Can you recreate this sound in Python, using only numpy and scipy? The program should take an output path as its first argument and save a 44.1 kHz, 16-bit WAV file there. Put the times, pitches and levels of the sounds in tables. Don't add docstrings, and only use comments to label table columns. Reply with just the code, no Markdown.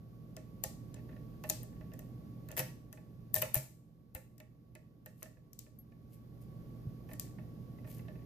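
import sys
import numpy as np
from scipy import signal
from scipy.fft import rfft, irfft
from scipy.io import wavfile

SR = 44100
rng = np.random.default_rng(int(sys.argv[2]) if len(sys.argv) > 2 else 0)


def generate_wav(sig):
    pcm = np.round(np.clip(np.atleast_2d(sig).T, -1, 1) * 32767).astype(np.int16)
    wavfile.write(sys.argv[1], SR, pcm)


N = 363825
TIME = np.arange(N) / SR

# time_s, level_db
BACKGROUND_GAIN = [(0.0, -52.5), (1.03, -47.5), (2.57, -48.5), (2.87, -53), (3.45, -51.5), (3.7, -59),
                   (5.68, -58), (6.64, -48), (8.25, -47.5)]
# frequency_hz, level_db
HUM_TONES = [(59, -12.5), (119, 0), (163, -4.5), (220, -13.5), (296, -15), (1126, -22)]
# frequency_hz, density_db
RUMBLE_SPECTRUM = [(20, -26), (45, -7.5), (85, -6.5), (130, -2.5), (210, -5.5), (300, -12), (400, -17),
                   (500, -19), (700, -26), (950, -34.5), (1400, -38.5), (2500, -44.5), (5000, -47),
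                   (9000, -62)]
HISS_SPECTRUM = [(1200, -4), (2500, -6), (6300, -6), (8400, -14), (10000, -6), (11800, 0), (14600, -.5)]
# frequency_hz, density_db
FRICTION_SPECTRUM = [(500, -8.0), (1200, -13.5), (2200, -2.5), (3600, -8.5),
                     (5500, -6.5), (8000, -6.5), (12500, 4), (15000, 0.0)]
# frequency_hz, coherence
COHERENCE = [(60, 0.3), (130, 0.76), (290, 0.88), (640, 0.22), (1400, -1.15), (3000, 0.5)]
# frequency_hz, t60_s, level_db
ROOM_BANDS = [(400, 0.29, 2.5), (1530, .3, 4), (3293, 0.35, 0), (6170, 0.39, 3), (9200, 0.27, -6.5),
              (13930, .3, -2.5)]
# frequency_hz, level_db, t60_s
SPRING_MODES = [(9518, -19, .1), (10940, -19, .12), (12590, 0, .1), (14520, -1, .07)]
# start_s,
# pitch_hz, level_db, t60_s
LOW_THUMPS = [(2.595, 132.8, -36.5, 0.45), (3.366, 106.6, -38, .3), (3.421, 129.8, -39.5, 0.24),
              (3.565, 133.7, -31, .24), (3.562, 61.4, -34, 0.051), (4.151, 72, -36.5, 0.063),
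              (6.87, 122, -27.5, 0.12)]
# start_s, end_s, slips_per_s
FIDGETS = [(0.949, 2.058, 10), (7.057, 7.542, 16), (7.755, 8.235, 24)]
# middle_s, half_length_s, level_db
RUBS = [(1.482, 0.04, -60.5), (2.593, .016, -35), (3.382, 0.017, -40), (3.573, 0.011, -33),
        (5.206, 0.037, -66), (6.14, 0.032, -66.5), (6.427, 0.023, -67.5), (7.123, 0.03, -61.5),
        (7.9, 0.028, -58.5), (7.956, 0.057, -62)]
# frequency_hz, level_db, t60_s
CLAMP_MODES = [(335, -12, .05), (420, -12, .04), (530, -5, .09), (620, 0, .08), (690, -1, .035),
               (770, -6, .025), (848, -6, .06), (935, -5, .03), (1040, -7, .02)]
HOUSING_MODES = [(1400, -14, .04), (1762, -3, .055), (1820, -1, .03), (1920, -2, .03), (2020, -1, .025),
                 (2200, -1, .02), (2440, -2, .02), (2575, -2.5, .035), (2680, -3, .025), (2850, -5, .02),
                 (3090, -9, .025), (3610, -13, .025), (3910, -13, .025)]
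# start_s, energy_db
KNOCKS = [(0.9614, -33.5), (1.0906, -32), (1.126, -36.5), (1.1635, -33), (1.445, -23), (1.8097, -31),
          (1.9172, -33.5), (2.505, -26.5), (2.523, -27), (2.9735, -31), (3.4477, -22), (3.563, -17),
          (4.162, -25), (5.2235, -25), (5.2565, -29.5), (5.37, -42), (5.665, -39), (5.92, -40),
          (7.0899, -29.5), (7.1129, -26), (7.3851, -29), (7.7853, -36.5), (7.845, -31), (7.872, -31.5),
          (7.9929, -30.5), (8.083, -26), (8.1535, -35)]
# time_s, depth
KEY_DEPTH = [(0.3, 0.05), (1.5, 0.14), (2.55, 1), (3.55, 0.95)]
# frequency_hz, level_db, t60_s
BLADE_MODES = [(2920, -14, 0.001), (3850, -1, 0.0024), (5200, 4.5, 0.0045), (6060, -2, 0.015),
               (6840, -1.5, 0.015), (7730, 4, 0.0073), (8900, 4.5, 0.0024), (9970, -2, 0.014)]
PIN_MODES = [(10400, -4, .002), (11400, -3, .002), (12500, 0, .003), (13500, 1, .003), (14300, 4, .003)]
# start_s, pin_energy_db, blade_energy_db, vise_energy_db
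SNAPS = [(0.3662, -34, -27, -24.5), (0.6382, -8.5, -12, -16.5), (0.9425, -42, -31, -34),
         (1.4381, -27, -33.5, -18), (1.4917, -15, -29.5, -44), (1.4985, -8, -6.5, -16.5),
         (1.5016, -8.5, -16, -25.5), (1.6317, -23, -64, -33), (1.9363, -33, -36.5, -32.5),
         (1.9917, -25.5, -35.5, -32), (2.4874, -30, -34.5, -31), (2.5152, -25.5, -29, -46),
         (2.567, -17, -27, -20), (2.5735, -11, -31, -19.5), (2.5785, -12, -23, -15),
         (2.5927, -8.5, -19.5, -11), (2.6005, -34, -20, -15), (2.9275, -25.5, -32.5, -32),
         (3.3424, 3, -21.5, -19), (3.3537, -10, -17, -27), (3.362, -6, -22, -11.5),
         (3.4181, -11.5, -17, -18.5), (3.422, -5, -20, -8), (3.5441, 1.5, -21, -15),
         (3.5548, -5, -33, -21.5), (4.1496, -15, -37.5, -24), (4.3809, -36, -41.5, -46.5),
         (4.4013, -36.5, -40, -29.5), (4.752, -35, -39.5, -29), (5.0605, -25.5, -37.5, -27),
         (5.229, -20.5, -26.5, -33), (5.532, -30.5, -35, -59.5), (5.5904, -21.5, -24, -62),
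         (7.1338, -25.5, -30.5, -29), (7.197, -12, -17, -37)]

BACKGROUND_DB = -5
HUM_PAN_DB, WHINE_PAN_DB, KEY_PAN_DB = -2.8, -8, 7
SPRING_S, SPRING_DB = 5.788, -27.5
PIN_CONTACT_S, JAW_CONTACT_S = .0009, .005
MOUTH_HOUSING_DB, DEEP_HOUSING_DB, KNOCK_HOUSING_DB = -6.5, 7, -3.5
PIN_ROOM_DB, BLADE_ROOM_DB = -9.5, -11.5
CUTOFF_HZ = 14650


def from_db(db):
    return 10 ** (np.asarray(db) / 20)


def rms_one(x):
    return x / np.sqrt(np.mean(x ** 2) + 1e-20)


def unit_energy(x):
    return x / np.sqrt(np.sum(x ** 2, axis=-1, keepdims=True) + 1e-20)


def panned(pan_db):
    return rms_one(from_db([[pan_db / 2], [-pan_db / 2]]))


def at_hz(points, hz, axis=1):
    points = np.array(points)
    return np.interp(np.log(hz), np.log(points[:, 0]), points[:, axis])


def add(out, s, sound):
    start = int(s * SR)
    out[:, start:start + sound.shape[1]] += sound[:, :N - start]


def drift(rate_hz):
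    step = 40
    pole = np.exp(-2 * np.pi * rate_hz * step / SR)
    slow = signal.lfilter([1], [1, -2 * pole, pole ** 2], rng.standard_normal(N // step + 2002))
    slow = slow[2000:]
    return np.interp(np.arange(N) / step, np.arange(len(slow)), rms_one(slow))


def bands(low_hz, size):
    high_hz = 17000
    edges = np.geomspace(low_hz, high_hz, int(2 * np.log2(high_hz / low_hz)) + 1)
    white = rng.standard_normal((2, 2, size))
    for k, (low, high) in enumerate(zip(edges, edges[1:])):
        band_filter = signal.butter(2, [low, high], "band", fs=SR, output="sos")
        yield np.sqrt(low * high), signal.sosfilt(band_filter, white[k % 2])


def two_sides(mid, side, alike):
    return np.sqrt(1 + alike) * mid + np.sqrt(1 - alike) * side * [[1], [-1]]


def coloured_noise(spectrum):
    hz = np.fft.rfftfreq(N, 1 / SR) + 1
    mid, side = rfft(rng.standard_normal((2, N)))
    both = two_sides(mid, side, np.clip(at_hz(COHERENCE, hz), -1, 1))
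    return rms_one(irfft(both * from_db(at_hz(spectrum, hz)), N))


def band_of(modes, x):
    edges = [.85 * modes[0][0], 1.1 * modes[-1][0]]
    return signal.sosfilt(signal.butter(2, edges, "band", fs=SR, output="sos"), x)


def softened(modes, softness_db):
    hz, level_db, t60 = np.transpose(modes)
    return np.column_stack([hz, level_db - softness_db * np.log2(hz / hz[0]), t60])


def strike(modes, contact_s, crack_db, length_s, vary_db, apart):
    t = TIME[:int(length_s * SR)]
    hz, level_db, t60 = np.transpose(modes)[:, :, None]
    hz = hz * (1 + 0.0068 * rng.standard_normal(hz.shape))
    strength_db = level_db + vary_db * rng.standard_normal((2, len(modes), 1))
    phase = rng.uniform(0, 2 * np.pi, (len(modes), 1)) + apart * rng.standard_normal((2, len(modes), 1))
    decay = from_db(strength_db - 60 * t / t60)
    ringing = np.sum(decay * np.sin(2 * np.pi * hz * t + phase), axis=1)
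    ringing *= 1 - np.exp(-t * hz.min())
    chatter = rng.standard_normal(len(t)) + apart * rng.standard_normal((2, len(t)))
    force = unit_energy(chatter * np.exp(-t / contact_s)) + .5 * (t == 0)
    ringing = unit_energy(signal.fftconvolve(ringing, force, axes=1)[:, :len(t)])
    crack = unit_energy(band_of(modes, force))
    return unit_energy(ringing + from_db(crack_db) * crack)


def background(rumble_db=3, hiss_db=-20, whine_db=-25, whine_hz=1128, whine_width_hz=45,
               waver_db=1.0, lag_s=0.00014):
    gain = from_db(BACKGROUND_DB + np.interp(TIME, *np.transpose(BACKGROUND_GAIN)))
    tones = 0
    for hz, level_db in HUM_TONES:
        strength = from_db(level_db + waver_db * drift(7.7))
        tones = tones + strength * np.sin(2 * np.pi * hz * TIME + .7 * drift(2.2))
    rumble = from_db(rumble_db) * coloured_noise(RUMBLE_SPECTRUM)
    low = (rumble + np.sqrt(2) * tones) * panned(HUM_PAN_DB)
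    low[1] = np.interp(TIME - lag_s, TIME, low[1])
    peak = signal.iirpeak(whine_hz, whine_hz / whine_width_hz / 2, fs=SR)
    once = signal.lfilter(*peak, rng.standard_normal((2, N)))
    whine = from_db(whine_db) * rms_one(signal.lfilter(*peak, once)) * panned(WHINE_PAN_DB)
    hiss = from_db(hiss_db) * coloured_noise(HISS_SPECTRUM) * panned(1.5)
    return gain * (low + whine + hiss)


def room(x, build_s=0.0026, late_db=-23, alike_hz=900):
    t = TIME[:SR * 4 // 5]
    response = 0
    for hz, noise in bands(low_hz=200, size=len(t)):
        alike = np.exp(-(hz / alike_hz) ** 2)
        noise = two_sides(noise[0], noise[1], alike)
        fall_db = -60 * t / at_hz(ROOM_BANDS, hz)
        decay = from_db(fall_db) + from_db(late_db + fall_db / 2)
        response = response + noise * decay * from_db(at_hz(ROOM_BANDS, hz, axis=2))
    response = unit_energy(response * (1 - np.exp(-t / build_s)))
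    return signal.fftconvolve(x, response, axes=1)[:, :N]


def spring_ping():
    out = np.zeros((2, N))
    ping = strike(SPRING_MODES, contact_s=.0002, crack_db=-20, length_s=.2, vary_db=1, apart=1)
    add(out, SPRING_S, from_db(SPRING_DB) * ping * panned(11.0))
    return out


def stand_thumps(rise_s=0.0017):
    out, t = np.zeros((2, N)), TIME[:SR // 2]
    for s, hz, level_db, t60 in LOW_THUMPS:
        envelope = from_db(level_db - 60 * t / t60) * (1 - np.exp(-t / rise_s))
        add(out, s, envelope * np.sin(2 * np.pi * hz * t) * panned(-1.5))
    return out


def grip_creaks(slip_db=-44.0, clamp_db=1, spread_db=6, contact_s=0.0083, softness_db=5, crack_db=-12):
    out = np.zeros((2, N))
    soft_housing = softened(HOUSING_MODES, softness_db)
    for start_s, end_s, per_s in FIDGETS:
        count = max(0, round(per_s * (end_s - start_s)))
        for s in rng.uniform(start_s, end_s, count):
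            housing = strike(soft_housing, contact_s, crack_db, length_s=.1, vary_db=2, apart=1)
            clamp = strike(CLAMP_MODES, contact_s, crack_db, length_s=.1, vary_db=2, apart=.4)
            level_db = slip_db - spread_db * rng.random()
            add(out, s, from_db(level_db) * (housing + from_db(clamp_db) * clamp))
    return out


def rubbing(grain_db=4):
    stroke = sum(from_db(level_db) * np.exp(-((TIME - s) / half_s) ** 2) for s, half_s, level_db in RUBS)
    grain = from_db(grain_db * drift(150))
    return stroke * rms_one(coloured_noise(FRICTION_SPECTRUM) * grain) * panned(3.5)


def vise_blows():
    blows = []
    for s, _, _, vise_db in SNAPS:
        depth = np.interp(s, *np.transpose(KEY_DEPTH))
        blows.append((s, vise_db, MOUTH_HOUSING_DB + DEEP_HOUSING_DB * depth))
    return blows + [(s, db, KNOCK_HOUSING_DB) for s, db in KNOCKS]


def vise_knocks(vary_db=1.5, clamp_crack_db=-8, housing_crack_db=-7, soft_db=8.5, hard_db=-24):
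    out = np.zeros((2, N))
    for s, db, lean_db in vise_blows():
        clamp_db = db - 10 * np.log10(1 + from_db(lean_db) ** 2)
        housing_db = clamp_db + lean_db
        softness_db = soft_db * np.clip((hard_db - housing_db) / 10, 0, 1)
        clamp = strike(softened(CLAMP_MODES, softness_db), JAW_CONTACT_S, clamp_crack_db,
                       length_s=.2, vary_db=vary_db, apart=.4)
        housing = strike(softened(HOUSING_MODES, softness_db), JAW_CONTACT_S,
                         housing_crack_db - softness_db / 2, length_s=.2, vary_db=vary_db, apart=1)
        clamp = from_db(clamp_db) * panned(-2.5) * clamp
        housing = from_db(housing_db) * panned(-4.0) * housing
        add(out, s, clamp + housing)
    return out


def key_clicks(blade_contact_s=.0012, crack_db=-6, vary_db=1.5, far_lag_s=.00007,
               lead_in_db=-17, lead_in_growth_s=0.0024):
    direct, spread = np.zeros((2, 2, N))
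    lead = TIME[:SR // 100]
    impulse = lead[None] == 0
    blade_pulse = unit_energy(band_of(BLADE_MODES, impulse))
    pin_pulse = unit_energy(band_of(PIN_MODES, impulse))
    for s, pin_db, blade_db, _ in SNAPS:
        blade = strike(BLADE_MODES, blade_contact_s, crack_db, length_s=.02, vary_db=vary_db, apart=1)
        pins = strike(PIN_MODES, PIN_CONTACT_S, crack_db, length_s=.02, vary_db=vary_db, apart=1)
        click = (from_db(blade_db) * blade + from_db(pin_db) * pins) * panned(KEY_PAN_DB)
        lead_in = unit_energy(rng.standard_normal((2, len(lead))) * np.exp(lead / lead_in_growth_s))
        add(direct, s - lead[-1], from_db(lead_in_db) * signal.fftconvolve(click, lead_in, axes=1))
        add(direct, s, click)
        blade_out = from_db(BLADE_ROOM_DB + blade_db) * blade_pulse
        pin_out = from_db(PIN_ROOM_DB + pin_db) * pin_pulse
        add(spread, s, blade_out - pin_out)
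    direct[1] = np.interp(TIME - far_lag_s, TIME, direct[1])
    return direct, spread


def scene(knock_room_db=-9, rub_room_db=-6):
    hum = background()
    clicks, click_spread = key_clicks()
    knocks, rubs = vise_knocks(), rubbing()
    into_room = click_spread * panned(2.1) + from_db(knock_room_db) * knocks + from_db(rub_room_db) * rubs
    lock = clicks + knocks + rubs + stand_thumps() + spring_ping() + grip_creaks()
    return hum + room(into_room) + lock


def record(dry):
    return signal.sosfilt(signal.ellip(8, .3, 60, CUTOFF_HZ, fs=SR, output="sos"), dry)


dry = scene()
out = record(dry)
generate_wav(out)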